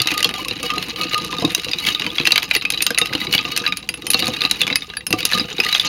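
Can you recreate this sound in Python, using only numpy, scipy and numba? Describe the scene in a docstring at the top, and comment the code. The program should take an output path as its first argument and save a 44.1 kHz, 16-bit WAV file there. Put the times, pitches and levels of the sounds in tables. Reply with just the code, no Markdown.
"""Ice stirred in a tumbler

A steel spoon stirs ice cubes in a glass on a wooden table, close to a small microphone.
Cubes and spoon knock as decaying sines and noise puffs, over many faint knocks and scraping friction noise.
The glass wall hums, jolts thud through the table top, liquid sloshes and gurgles as further decaying sines.
A short dull tail and steady hiss lie behind; the loudest peaks overload the recorder."""
import sys
import numpy as np
from scipy import signal
from scipy.fft import rfft, irfft, next_fast_len
from scipy.io import wavfile
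from scipy.ndimage import uniform_filter1d
from numba import njit

SR = 44100
rng = np.random.default_rng(int(sys.argv[2]) if len(sys.argv) > 2 else 0)


def master_out(mix):
    """Clip the mix to full scale and print it as 16-bit PCM to the path in sys.argv[1]."""
    frames = np.transpose(np.atleast_2d(mix))
    ceiling = np.clip(frames, -1, 1)
    pcm = np.round(ceiling * 32767).astype(np.int16)
    wavfile.write(sys.argv[1], SR, pcm)


N = 259517  # length in samples

# Levels in these tables are relative: each source sets its own gain on top.
# Loud knocks of cubes and spoon. Each row: start [s], level [dB], cube pitch [Hz], its upper pitch [Hz],
# upper level [dB], sharpness [dB]; the last two relative to the knock.
KNOCKS = [(0.0014, -1.5, 2840, 3530, -2.5, -30), (0.0173, -9.5, 2700, 4370, -2, -4.5),
          (0.0583, -25, 2760, 3920, 6, -14), (0.072, 1, 2760, 3900, -9, -16.5),
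          (0.0854, -5, 2790, 4000, -9, -43), (0.1053, -5, 2540, 4010, -16, -28),
          (0.1153, -3.5, 2480, 3950, -15, -18), (0.1393, -15, 2760, 3880, -20, -8),
          (0.1772, -8.5, 1940, 4600, -6, -10), (0.2044, -7, 1990, 4610, -16, -16),
          (0.2275, -2.5, 2830, 4000, -16, -12.5), (0.2442, 2.5, 3300, 4270, -7.5, -16),
          (0.2905, -7.5, 2920, 3900, -15, -19), (0.3394, -6, 2800, 3860, -14, -23),
          (0.4477, -11.5, 2730, 4000, -11, -21.5), (0.483, -13.5, 2740, 3870, -1, -7),
          (0.5103, -9.5, 2770, 4040, -4, -31), (0.5666, -23, 2750, 4000, -2, -22),
          (0.6292, -12, 2700, 3840, -28, -9), (0.7022, -0.5, 2680, 4400, -28, -29),
          (0.7367, -20.5, 2620, 4240, -5.5, -11), (0.7799, -7, 2800, 4080, -8, -21),
          (0.8261, -10.5, 3060, 4400, -9, -16), (0.9597, -9.5, 3100, 4050, -14, -26),
          (1.012, -7, 2920, 4050, -4.5, -21), (1.0334, -9, 2840, 4370, -3.5, -25),
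          (1.0867, -17, 2850, 3810, -14, -37), (1.1113, -10, 2770, 3900, -21, -34),
          (1.1328, -6, 2890, 3900, -8, -28), (1.1437, -3, 2810, 4140, -8, -23),
          (1.1787, -10, 2710, 3960, -12, -12.5), (1.2465, -21.5, 2950, 3910, -1, -2.5),
          (1.3265, -6, 2690, 3660, -12, -28), (1.384, -14, 2580, 3690, -1, -19),
          (1.4223, -13, 2100, 3900, -5, -19), (1.4484, -7.5, 2590, 3790, -0.5, -15),
          (1.5048, -9, 2650, 4050, -15, -23), (1.5369, -26, 2740, 3900, -16, -16),
          (1.548, -3, 2770, 3826, -6.5, -9), (1.568, -23, 2830, 4000, -6, -21),
          (1.5963, -11.5, 2840, 3870, -4.5, -18), (1.6342, -13, 2730, 3970, -5, -23),
          (1.6452, -9.5, 2840, 4050, -3, -16), (1.6842, -10, 2690, 3960, -12, -30),
          (1.714, -13, 2740, 4880, -1, -15), (1.7334, -6, 2490, 3750, 0.5, -25),
          (1.7853, -12.5, 2460, 3910, -3, -12), (1.8, -15.5, 3010, 3950, 0, -15),
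          (1.85, -5.5, 3200, 3400, -11, -22), (1.8679, -0.5, 3010, 4600, -19, -20),
          (1.8768, -13, 3070, 3770, -11, -17), (1.8865, 0.5, 3170, 4090, -16, -23),
          (1.92, -12, 2880, 3830, -4, -31), (1.948, -6.5, 3060, 3680, 0, -25),
          (1.9962, -6, 2870, 3870, -7, -22.5), (2.0104, -15, 2860, 3880, -9, -29),
          (2.0193, -4, 2820, 3900, -24, -34), (2.043, -7, 2360, 3770, -27, -32),
          (2.0643, -2.5, 2560, 4580, -17, -27.5), (2.1018, -17, 3280, 3430, -1.5, -29),
          (2.1542, -18, 3000, 4020, -5.5, -17), (2.1827, -2.5, 2240, 3350, -3.5, -39),
          (2.1986, -0.5, 2580, 4100, -13, -32), (2.2117, -10.5, 3220, 3900, -10, -27),
          (2.253, 0, 2500, 3450, -14, -24), (2.266, -3, 2900, 3650, -11, -27),
          (2.2716, 7.5, 2760, 4220, -12.5, -21.5), (2.3066, -3, 2740, 3620, -14, -25),
          (2.32, 4, 2480, 3940, -0.5, -16), (2.358, 6, 2220, 4600, -13, -26.5),
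          (2.3781, 6, 2275, 4070, -8.5, -23.5), (2.4217, -5.5, 3270, 4030, -17, -35),
          (2.429, -5.5, 2320, 4550, -12, -21), (2.5109, 6, 2393, 3940, -16.5, -37),
          (2.5503, 3, 2550, 4680, -9, -18.5), (2.5634, -2.5, 2000, 4400, -6.5, -27),
          (2.612, -16.5, 3060, 4040, -1, -32), (2.6215, -9.5, 2590, 3940, -15, -30),
          (2.6512, -2.5, 2480, 3790, -13, -27), (2.7024, -2, 2500, 3680, -26, -12.5),
          (2.7216, -11.5, 2660, 3810, -5, -11), (2.7369, -9.5, 2470, 3930, -3, -33),
          (2.744, -13, 2450, 3820, -2, -20), (2.7746, -8, 2930, 3970, -3, -23),
          (2.8052, -5.5, 2600, 3620, -9, -36), (2.819, -11, 2660, 4050, -8, -14),
          (2.8228, -5, 2700, 4010, -7, -5), (2.8653, 2, 3060, 3966, -6, -14.5),
          (2.9048, -4, 1580, 3600, -19, -15.5), (2.9462, -10, 2710, 4040, -4, -24),
          (2.9764, 0.5, 2690, 4610, -15, -31), (2.9848, 0, 2010, 3640, -21, -10),
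          (3.0143, 0.5, 2820, 3730, -10, -22), (3.0573, -6.5, 2820, 5070, -14, -20.5),
          (3.0942, -18, 2020, 3740, -17, -32), (3.1271, -5.5, 1610, 3970, -22, -40),
          (3.1337, -9, 2040, 4970, -17, -21), (3.1508, -4, 2900, 4120, -9, -24),
          (3.2147, -8.5, 2020, 4000, -6, -33), (3.269, -10, 2240, 3960, -5.5, -43),
          (3.3266, -10, 2820, 4210, 3.5, -10.5), (3.3379, 3, 2640, 3650, -14, -25),
          (3.3487, -4, 3000, 4000, -6, -16), (3.3797, -5.5, 3080, 3420, 1, -36),
          (3.389, -5, 2540, 4420, -5.5, -39), (3.4508, -7.5, 2770, 3720, -8, -41),
          (3.5633, -1, 2940, 4380, -11.5, -19), (3.5746, -5.5, 2620, 3880, -18, -7),
          (3.6006, -11.5, 2780, 3880, -7.5, -29), (3.6391, -8.5, 1630, 3840, -28, -40),
          (3.6526, -9, 1610, 3960, -30, -44), (3.6638, -3, 2760, 3960, -1, -32),
          (3.6759, -5.5, 2530, 4560, -17, -20.5), (3.7225, -0.5, 2460, 3760, -13, -33),
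          (3.7705, -10.5, 2380, 3460, -17, -11.5), (3.828, -20.5, 2830, 3940, -7, -28),
          (3.8895, -1, 2720, 4790, -16, -18.5), (3.9399, -9, 2680, 3800, -17, -24),
          (3.9735, -24, 2720, 3680, -18, -13), (4.0206, -14.5, 2880, 3830, -12, -22),
          (4.0671, -8, 2640, 4270, -14, -13), (4.1024, -4.5, 2610, 4070, -6.5, -8.5),
          (4.1144, -26, 2950, 4370, -15, 12), (4.1339, -6.5, 2820, 4010, -3, -10),
          (4.143, 2, 2663, 4270, -2.5, -21), (4.192, -9, 2590, 3740, -1, -8),
          (4.2236, -3.5, 2800, 3930, -5, -33), (4.2424, -10, 2360, 3830, -5, -26),
          (4.2567, -16.5, 2610, 3630, -2, -9), (4.269, -8.5, 2750, 4340, -1, -16),
          (4.2794, -12, 2520, 4660, -18, -5), (4.336, -18, 2700, 3700, -1, -13),
          (4.3666, -12, 2530, 3870, -1, -21), (4.407, -11.5, 2490, 4180, 0, -20),
          (4.4179, -2, 2510, 3800, -1, -24.5), (4.437, -7, 2690, 3930, -9, -29),
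          (4.4506, -3, 2640, 3990, -1, -26), (4.498, -21, 2820, 4010, -2, -17),
          (4.5113, -1.5, 2866, 3900, 0.5, -8.5), (4.5264, -22, 2780, 3860, 3, -23),
          (4.607, -7.5, 2500, 4160, -2.5, -28), (4.6151, -1, 2750, 3560, -7.5, -11.5),
          (4.6328, -10.5, 3020, 3400, -5, -32), (4.6673, -2.5, 2910, 3460, -18, -24),
          (4.6771, -5.5, 2320, 3730, -17, -21), (4.701, -2, 2220, 3680, -15, -42),
          (4.7269, -6, 2160, 3900, -4, -45), (4.7566, 2, 2150, 4990, -6.5, -16),
          (4.8204, -15.5, 2220, 3680, -2, -37), (4.8996, -13, 3360, 3950, -13, -36),
          (4.9358, -13, 1610, 3670, -31, -37), (4.9692, -7, 1680, 4670, -9, -35),
          (5.007, -18.5, 1950, 3800, -9, -37), (5.0664, -6, 2760, 5250, -16, -14),
          (5.1053, -11.5, 2660, 4270, -12, -18), (5.1272, 2, 2700, 5040, -8.5, -16.5),
          (5.2051, -5.5, 2590, 3760, -5.5, -21), (5.229, -11.5, 2930, 3870, -1, -23),
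          (5.2518, -3.5, 2830, 4100, -3, -1.5), (5.2904, -17, 2820, 4360, -13, -15),
          (5.3144, -8, 1990, 4040, -17, -14), (5.3217, -2.5, 1750, 3950, -17, -28),
          (5.3336, -4.5, 1720, 3960, -1, -29), (5.3478, -12.5, 3000, 3930, 0, -13),
          (5.3757, -9.5, 1660, 3810, -2, -18), (5.3827, -11.5, 2700, 4770, -4, -14),
          (5.3961, -11.5, 1670, 4940, 5, -32), (5.442, -17, 2700, 3850, -3, -35),
          (5.5106, -15, 2750, 3820, -17, -39), (5.5817, -12.5, 2500, 3840, 0, -27),
          (5.6007, 2.5, 2530, 5050, -11, -25), (5.6357, -6, 2780, 3720, -12, -23),
          (5.6473, -9.5, 2840, 3800, -7, -13.5), (5.664, -6, 1950, 4200, -8, -27),
          (5.691, -10, 3220, 3670, -1, -35), (5.7265, -4.5, 2800, 3920, -4, -17),
          (5.7487, 2, 3270, 3710, -8.5, -28), (5.7634, -12.5, 2000, 3740, -5, -16),
          (5.7972, -7, 3170, 3550, 5, -16), (5.8168, -19, 2870, 3500, 3, -18),
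          (5.8478, -5, 3130, 3800, -15, -22)]
# Blows that leave the spoon ringing. Each row: start [s], level [dB], pitch it rings most near [Hz].
CLINKS = [(2.5628, -4, 10400), (2.822, 1, 9030), (2.9841, 2.5, 10300), (3.7713, -8, 10100),
          (3.8916, -10, 9600), (3.9064, -24, 9210), (3.9404, -10.5, 10800), (3.9729, -26, 10800),
          (4.0677, -5.5, 9200), (4.0824, -17, 10800), (4.103, 6.5, 11000), (4.1154, -8, 11000),
          (4.1335, -25, 10700), (4.192, -21, 8860), (4.756, -3.5, 11300), (4.9686, -6.5, 10000),
          (5.0689, -2.5, 10900), (5.1058, -5, 11500), (5.2525, -6, 10800)]
# Cubes dragging along the wall. Each row: middle [s], half length [s], level [dB].
SLIDES = [(0.11, 0.006, -27), (0.398, .012, -16), (0.657, 0.031, -19), (0.821, 0.016, -22),
          (1.003, 0.024, -18.5), (1.129, 0.0072, -11.5), (1.876, 0.054, -13.5), (2.32, 0.0062, -27),
          (2.542, 0.0057, -6.5), (3.147, .008, -23), (3.208, 0.012, -19.5), (3.35, 0.027, -8.5),
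          (3.519, 0.0058, -8), (4.198, 0.012, -16), (4.274, .02, -28), (4.595, 0.0084, -16.5),
          (4.704, 0.011, -25), (5.347, 0.026, -19), (5.598, 0.01, -21), (5.19, 0.013, -14.5),
          (5.7, 0.04, -18)]
# Blows and rubs that set the glass wall humming. Each row: start [s], level [dB].
HUMS = [(0.0114, -26), (0.063, -28), (0.1398, -21), (0.172, -23.5), (0.2349, -22), (0.34, -28),
        (0.6277, -25.5), (0.6946, -20), (0.7326, -19), (0.7775, -33), (1.0022, -19), (1.1164, -25),
        (1.1508, -18), (1.2395, -24), (1.2908, -26), (1.332, -25.5), (1.8808, -30), (2.3207, -24),
        (2.8624, -25.5), (2.9942, -27), (3.3946, -28), (3.4484, -26), (3.5189, -27), (3.5702, -33.5),
        (3.666, -23), (4.2245, -24), (4.2699, -24.5), (4.411, -24), (4.44, -31.5), (5.2557, -29),
        (5.314, -32), (5.3474, -23), (5.6521, -23), (5.74, -31)]
# Jolts through the table top. Each row: start [s], level [dB], pitch [Hz].
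THUDS = [(0.25, -13.5, 458), (0.51, -20, 332), (0.638, -20.5, 172), (0.774, -20.5, 416),
         (0.994, -21.5, 390), (1.052, -23, 318), (1.135, -20, 348), (1.327, -25, 300), (1.422, -15, 484),
         (1.443, -7, 297), (1.476, -17, 157), (1.876, -20, 191), (2.047, -19.5, 223), (2.068, -22, 175),
         (2.201, -16.5, 276), (2.278, -23, 326), (2.559, -18.5, 394), (2.906, -15, 295), (3.016, -18, 470),
         (3.15, -15, 294), (3.35, -16, 180), (4.145, -13.5, 272), (4.226, -16.5, 320), (4.283, -14.5, 251),
         (4.449, -19, 305), (4.683, -24, 472), (4.709, -18, 285), (5.106, -17.5, 182), (5.135, -10.5, 310),
         (5.249, -27, 298), (5.35, -19.5, 243), (5.375, -17.5, 182), (5.395, -20.5, 270), (5.411, -19, 230),
         (5.589, -18, 378)]
# Round notes from the liquid. Each row: start [s], level [dB], pitch [Hz].
GURGLES = [(0.339, -20, 763), (0.377, -15, 770), (0.389, -17.5, 1030), (0.454, -17, 1075),
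           (0.703, -14, 1080), (0.738, -19, 1130), (1.328, -10, 1030), (1.344, -35, 1080),
           (1.423, -17, 710), (2.066, -19, 960), (2.536, -17, 813), (3.015, -25, 724), (3.452, -25, 1030),
           (3.481, -16.5, 1110), (4.152, -19, 1130), (5.138, -21, 790)]
# Course of the stirring. Each row: time [s], small clatter level [dB], slosh level [dB].
STIRRING = [(0.0, -31.5, -33), (0.11, -25.5, -38.5), (0.46, -33.5, -38.5), (1.13, -28, -38.5),
            (1.39, -30, -34), (1.83, -32.5, -41.5), (2.24, -31.5, -41), (2.6, -37, -42.5),
            (2.82, -38.5, -44.5), (3.18, -31, -37), (3.54, -31.5, -38.5), (3.7, -35.5, -43),
            (3.91, -50, -45), (4.06, -37, -40.5), (4.27, -30, -35.5), (4.47, -29.5, -43),
            (4.57, -33.5, -38.5), (4.83, -37, -45), (5.01, -48.5, -53), (5.14, -44, -38), (5.27, -28, -36),
            (5.63, -31.5, -39), (5.76, -26.5, -44), (5.88, -24.5, -35)]

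# Ringing modes of glass, spoon, glass wall and table top.
# Each row: nominal pitch [Hz], level [dB], typical time to fall 60 dB [s].
GLASS_LOW_MODES = [(2050, -11, 0.016), (2270, 3, 0.0093), (2632, 5.5, 0.029), (2724, -0.5, 0.098),
                   (2915, 6.5, 0.012), (3180, -6.5, 0.048)]
GLASS_HIGH_MODES = [(3869, -16, 0.064), (3792, 2.5, 0.015), (3900, -13.5, 0.11), (4350, -0.5, 0.0077),
                    (4657, -2, 0.02), (4800, -24, 0.03)]
GLASS_TOP_MODES = [(5040, -7, 0.12), (6180, -2, 0.03), (6360, 12.5, 0.0064), (6860, 4.5, 0.018)]
SPOON_MODES = [(9040, 0, .065), (9250, -7, .03), (10350, -6, .04), (10780, 0, .05), (11440, -5, .04),
               (12260, -10, .03), (13500, -16, .025), (15600, -12, .035)]
WALL_MODE = [(1223, 0, 0.2)]
TABLE_MODES = [(109, -7, 0.087), (170.6, 0, 0.12), (235, -3.5, 0.056), (310.4, 1.5, 0.1), (468, 3, 0.054),
               (780, -8, 0.11), (1110, -2.5, 0.05)]
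# Colour of room rumble and microphone noise. Each row: frequency [Hz], relative density [dB per Hz].
HISS_COLOUR = [(20, -14), (58, 5), (75, -0.5), (110, -4), (200, -2), (1000, -48), (3500, -58), (8000, -27),
               (12000, -39), (16000, -36)]

HISS_DB = -46  # RMS level before the microphone
NOTCH_HZ, NOTCH_WIDTH_HZ = 7880, 1410
TOP_HZ = 16150  # upper limit of the recorder
CRACK_DB, CRACK_PER_SHARP_DB = 10.5, 0.79  # a sharper contact cracks more
# After a knock the load jostles, then settles: time constant [s], rest floor [dB], shares of that swing
SETTLE_S, REST_DB, JOSTLE_SHARE, SLOSH_SHARE = 0.02, -12, 0.54, 0.46
# In this stretch the knocks, loud and faint, carry more of the highest treble
CRISP_FROM_S, CRISP_TO_S, CRISP_DB = 2.1, 3.7, 6.5


def undb(db):
    """Turn decibels into an amplitude factor."""
    return 10 ** (np.asarray(db) / 20)


def decay_per_sample(t60):
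    """Factor per sample of a decay that falls 60 dB in t60 seconds."""
    return np.exp(-np.log(1000) / (t60 * SR))


@njit
def add_sines(out, start, hz, t60, size, rise, turn):
    """Add one decaying sine per row; it swells over the contact time."""
    for k in range(len(hz)):
        step = np.exp(2j * np.pi * hz[k] / SR - np.log(1000) / (t60[k] * SR))
        wave = size[k] * np.exp(2j * np.pi * turn[k])
        soft, soft_step = 1., np.exp(-1 / (rise * SR))
        for i in range(start[k], min(len(out), start[k] + int(t60[k] * SR))):
            out[i] += wave.imag * (1 - soft) ** 2
            wave *= step
            soft *= soft_step


def strike(s, db, modes, scatter_db, detune, rise):
    """Every blow rings the same modes, each time with other strengths, and a little off pitch."""
    columns = np.moveaxis(np.array(modes, float), -1, 0)
    hz, mode_db, t60 = np.broadcast_arrays(*columns, np.zeros((len(s), 1)))[:3]
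    mode_count = hz.shape[1]
    chance = rng.standard_normal((len(s), 4, mode_count))
    share = undb(mode_db + scatter_db * chance[:, 0])
    # The modes of one blow together carry its level
    size = undb(db)[:, None] * share / np.sqrt(np.sum(share ** 2, axis=1, keepdims=True))
    blow_hz = hz * (1 + detune * chance[:, 1])
    blow_t60 = t60 * np.exp(0.34 * chance[:, 2])
    start = np.repeat((s * SR).astype(int), mode_count)
    out = np.zeros(N)
    add_sines(out, start, blow_hz.ravel(), blow_t60.ravel(), size.ravel(), max(rise, 1e-5),
              chance[:, 3].ravel())
    return out


def lone(hz, t60):
    """One mode per blow, at that blow's pitch."""
    return np.stack([hz, 0 * hz, 0 * hz + t60], axis=1)[:, None]


def near(modes, hz, slope_db):
    """Where the blow lands picks the modes: they lose slope_db per octave from hz, at most 18 dB."""
    table = np.tile(np.array(modes, float), (len(hz), 1, 1))
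    octaves = np.abs(np.log2(table[:, :, 0] / hz[:, None]))
    table[:, :, 1] -= np.minimum(slope_db * octaves, 18)
    return table


def walk(rate):
    """Random levels, rate per second, with glides between them."""
    hold = int(SR / rate)
    levels = np.repeat(rng.standard_normal(N // hold + 1), hold)
    return uniform_filter1d(levels, hold)[:N]


def burst(s, db, t60, lo_hz, hi_hz):
    """A decaying puff of band noise at each blow."""
    kicks = np.zeros(N)
    np.add.at(kicks, np.minimum(s * SR, N - 1).astype(int), undb(db))
    shape = signal.lfilter([1], [1, -decay_per_sample(t60)], kicks)
    shape = uniform_filter1d(shape, size=45, origin=22)  # the contact builds up over a millisecond
    band = signal.butter(2, [lo_hz, hi_hz], "band", fs=SR, output="sos")
    noise = signal.sosfilt(band, rng.standard_normal(N))
    return shape * noise / noise.std()


def blows():
    """The loud knocks of cubes and spoon against the glass and each other."""
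    s, db, cube_hz, upper_hz, high_db, sharp_db = np.transpose(KNOCKS)
    return knock(s, db, cube_hz, upper_hz, high_db, CRACK_DB + CRACK_PER_SHARP_DB * sharp_db, sharp_db)


def knock(s, db, cube_hz, upper_hz, high_db, crack_db, treble_db):
    """The cube clicks at two pitches of its own, the glass rings, the contact cracks."""
    cube = strike(s, db - 2.0, lone(cube_hz, 0.017), 0, 0, 0.00064)
    cube += strike(s, db + high_db + 6.5, lone(upper_hz, 0.017), 0, 0, 0.00088)

    glass = strike(s, db - 12.5, GLASS_LOW_MODES, 11.4, 0.024, 0.00094)
    glass += strike(s, db + high_db - 1.5, GLASS_HIGH_MODES, 1.7, 0.014, 0.00012)
    glass += strike(s, db + crack_db - 9, GLASS_TOP_MODES, 4.6, 0.016, 0.00046)

    crisp_db = CRISP_DB * (s > CRISP_FROM_S) * (s < CRISP_TO_S)
    contact = burst(s, db - 28, 0.049, 596, 1810)
    contact += burst(s, db - 14.5, 0.025, 1596, 3280)
    contact += burst(s, db + crack_db - 12.5, 0.022, 3300, 6200)
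    contact += burst(s, db + treble_db + 2.0, 0.013, 7470, 11970)
    contact += burst(s, db + treble_db - 0.7 + crisp_db, 0.0028, 13870, 14380)
    return cube + glass + contact


def clinks():
    """The bare spoon rings on in its high modes, strongest near each blow's pitch."""
    s, db, hz = np.transpose(CLINKS)
    return strike(s, db - 12.0, near(SPOON_MODES, hz, slope_db=124), 2.2, 0.002, 0.000068)


def clatter(stir_db, count=1500):
    """Cubes jostle all the time: many faint knocks that follow the stirring."""
    chance = rng.random((count, 2))
    colour = np.clip(rng.standard_normal((count, 5)), -2, 2)
    s = chance[:, 0] * N / SR
    db = stir_db[(s * SR).astype(int)] + 11.0 - 12 * chance[:, 1]
    cube_hz = 2740 * np.exp(0.087 * colour[:, 3])
    upper_hz = 3920 * np.exp(0.045 * colour[:, 4])
    high_db = -9 + 4.7 * colour[:, 0]
    crack_db = -13 + 12.2 * colour[:, 1]
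    treble_db = -28 + 9.3 * colour[:, 2]
    return knock(s, db, cube_hz, upper_hz, high_db, crack_db, treble_db)


def scrape(stir_db):
    """Ice slides along the wall: fluttering friction noise through the glass modes."""
    t = np.arange(N) / SR
    slides = sum(undb(db) * np.exp(-((t - s) / half) ** 2) for s, half, db in SLIDES)
    steady = undb(stir_db + 3.47 * walk(120))
    rub = rng.standard_normal(N) * (steady + slides * undb(7.5 * walk(170)))
    ringing = 0
    for hz, db, t60 in GLASS_LOW_MODES + GLASS_HIGH_MODES:
        peak = signal.iirpeak(hz, hz * t60 * 2.2, SR)  # longer-ringing modes make narrower peaks
        ringing = ringing + undb(db) * signal.lfilter(*peak, rub)
    return undb(3) * ringing + undb(-22) * rub


def hum(stir_db, count=150):
    """Each rub restarts the wall tone, a little off pitch as the liquid level swings; jostling keeps it alive."""
    s, db = np.transpose(HUMS)
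    chance = rng.random((count, 2))
    often = chance[:, 0] * N / SR
    faint_db = stir_db[(often * SR).astype(int)] - 2.5 - 9 * chance[:, 1]
    tone = strike(s, db, WALL_MODE, 0, 0.0107, 0.0015)
    tone += strike(often, faint_db, WALL_MODE, 0, 0.007, 0.0014)
    return tone * undb(3.0 * walk(40))  # cubes touch the wall and damp it by turns


def thuds():
    """Each jolt has its own low pitch on top of the table modes, and a dull low puff of noise starts with it."""
    s, db, hz = np.transpose(THUDS)
    own_pitch = strike(s, db + 0.5, lone(hz, 0.047), 0, 0, 0.0014)
    table_top = strike(s, db - 1.0, TABLE_MODES, 3.3, 0.054, 0.001)
    low_puff = burst(s, db - 10.5, 0.037, 80, 820)
    return own_pitch + table_top + low_puff


def gurgles():
    """Air pockets between the cubes sound short round notes."""
    s, db, hz = np.transpose(GURGLES)
    return strike(s, db + 0.5, lone(hz, 0.039), 0, 0, 0.0036)


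def slosh(slosh_db, count=700):
    """The swirling load keeps nudging the table modes."""
    chance = rng.random((count, 2))
    s = chance[:, 0] * N / SR
    db = slosh_db[(s * SR).astype(int)] + 13.5 - 11 * chance[:, 1]
    return strike(s, db, TABLE_MODES, 3.3, 0.091, 0.00087)


def unrest():
    """How shaken the cubes are, in dB around its mean: jumps with every knock and dies away."""
    s, db = np.transpose(KNOCKS)[:2]
    kicks = np.zeros(N)
    np.add.at(kicks, (s * SR).astype(int), undb(np.minimum(db, -8)))
    shaken = signal.lfilter([1], [1, -np.exp(-1 / (SETTLE_S * SR))], kicks)
    shaken_db = 20 * np.log10(shaken + undb(REST_DB))
    return shaken_db - shaken_db.mean()


def room(x, t60, wet_db):
    """A short dull tail from table top and kitchen walls, as decaying noise convolved with the sound."""
    t = np.arange(int(t60 * SR)) / SR
    tail = rng.standard_normal(len(t)) * np.exp(-np.log(1000) * t / t60) * (t > .002)
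    tail = signal.lfilter([.6], [1, -.4], tail)  # dulls the treble
    tail = tail / np.sqrt(np.sum(tail ** 2))
    return x + undb(wet_db) * signal.fftconvolve(x, tail)[:N]


def hiss():
    """Steady room rumble and microphone noise: white noise coloured in the spectrum."""
    hz, db = np.transpose(HISS_COLOUR)
    size = next_fast_len(N)
    bin_hz = np.arange(1, size // 2 + 2) * SR / size
    colour = undb(np.interp(np.log(bin_hz), np.log(hz), db))
    noise = irfft(rfft(rng.standard_normal(size)) * colour, size)[:N]
    return undb(HISS_DB) * noise / noise.std()


def scene():
    """Glass, ice, liquid and table in one room, with the steady hiss added."""
    s, clatter_column, slosh_column = np.transpose(STIRRING)
    t = np.arange(N) / SR
    unrest_db = unrest()
    stir_db = np.interp(t, s, clatter_column) + JOSTLE_SHARE * unrest_db
    slosh_db = np.interp(t, s, slosh_column) + SLOSH_SHARE * unrest_db
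    ice = blows() + clinks() + clatter(stir_db) + scrape(stir_db)
    tumbler = ice + hum(stir_db) + thuds() + gurgles() + slosh(slosh_db)
    return (room(tumbler, t60=0.089, wet_db=-13.5) + hiss())[None]


def record(dry):
    """The housing cancels a band near 8 kHz and loses deep bass; peaks clip; the top is cut."""
    heard = signal.lfilter(*signal.iirnotch(NOTCH_HZ, NOTCH_HZ / NOTCH_WIDTH_HZ, SR), dry)
    heard = signal.lfilter(*signal.butter(2, 45, "high", fs=SR), heard)
    overloaded = np.clip(heard, -1, 1)
    top_cut = signal.ellip(10, .2, 85, TOP_HZ, fs=SR, output="sos")
    return signal.sosfilt(top_cut, overloaded)


dry = scene()
out = record(dry)
master_out(out)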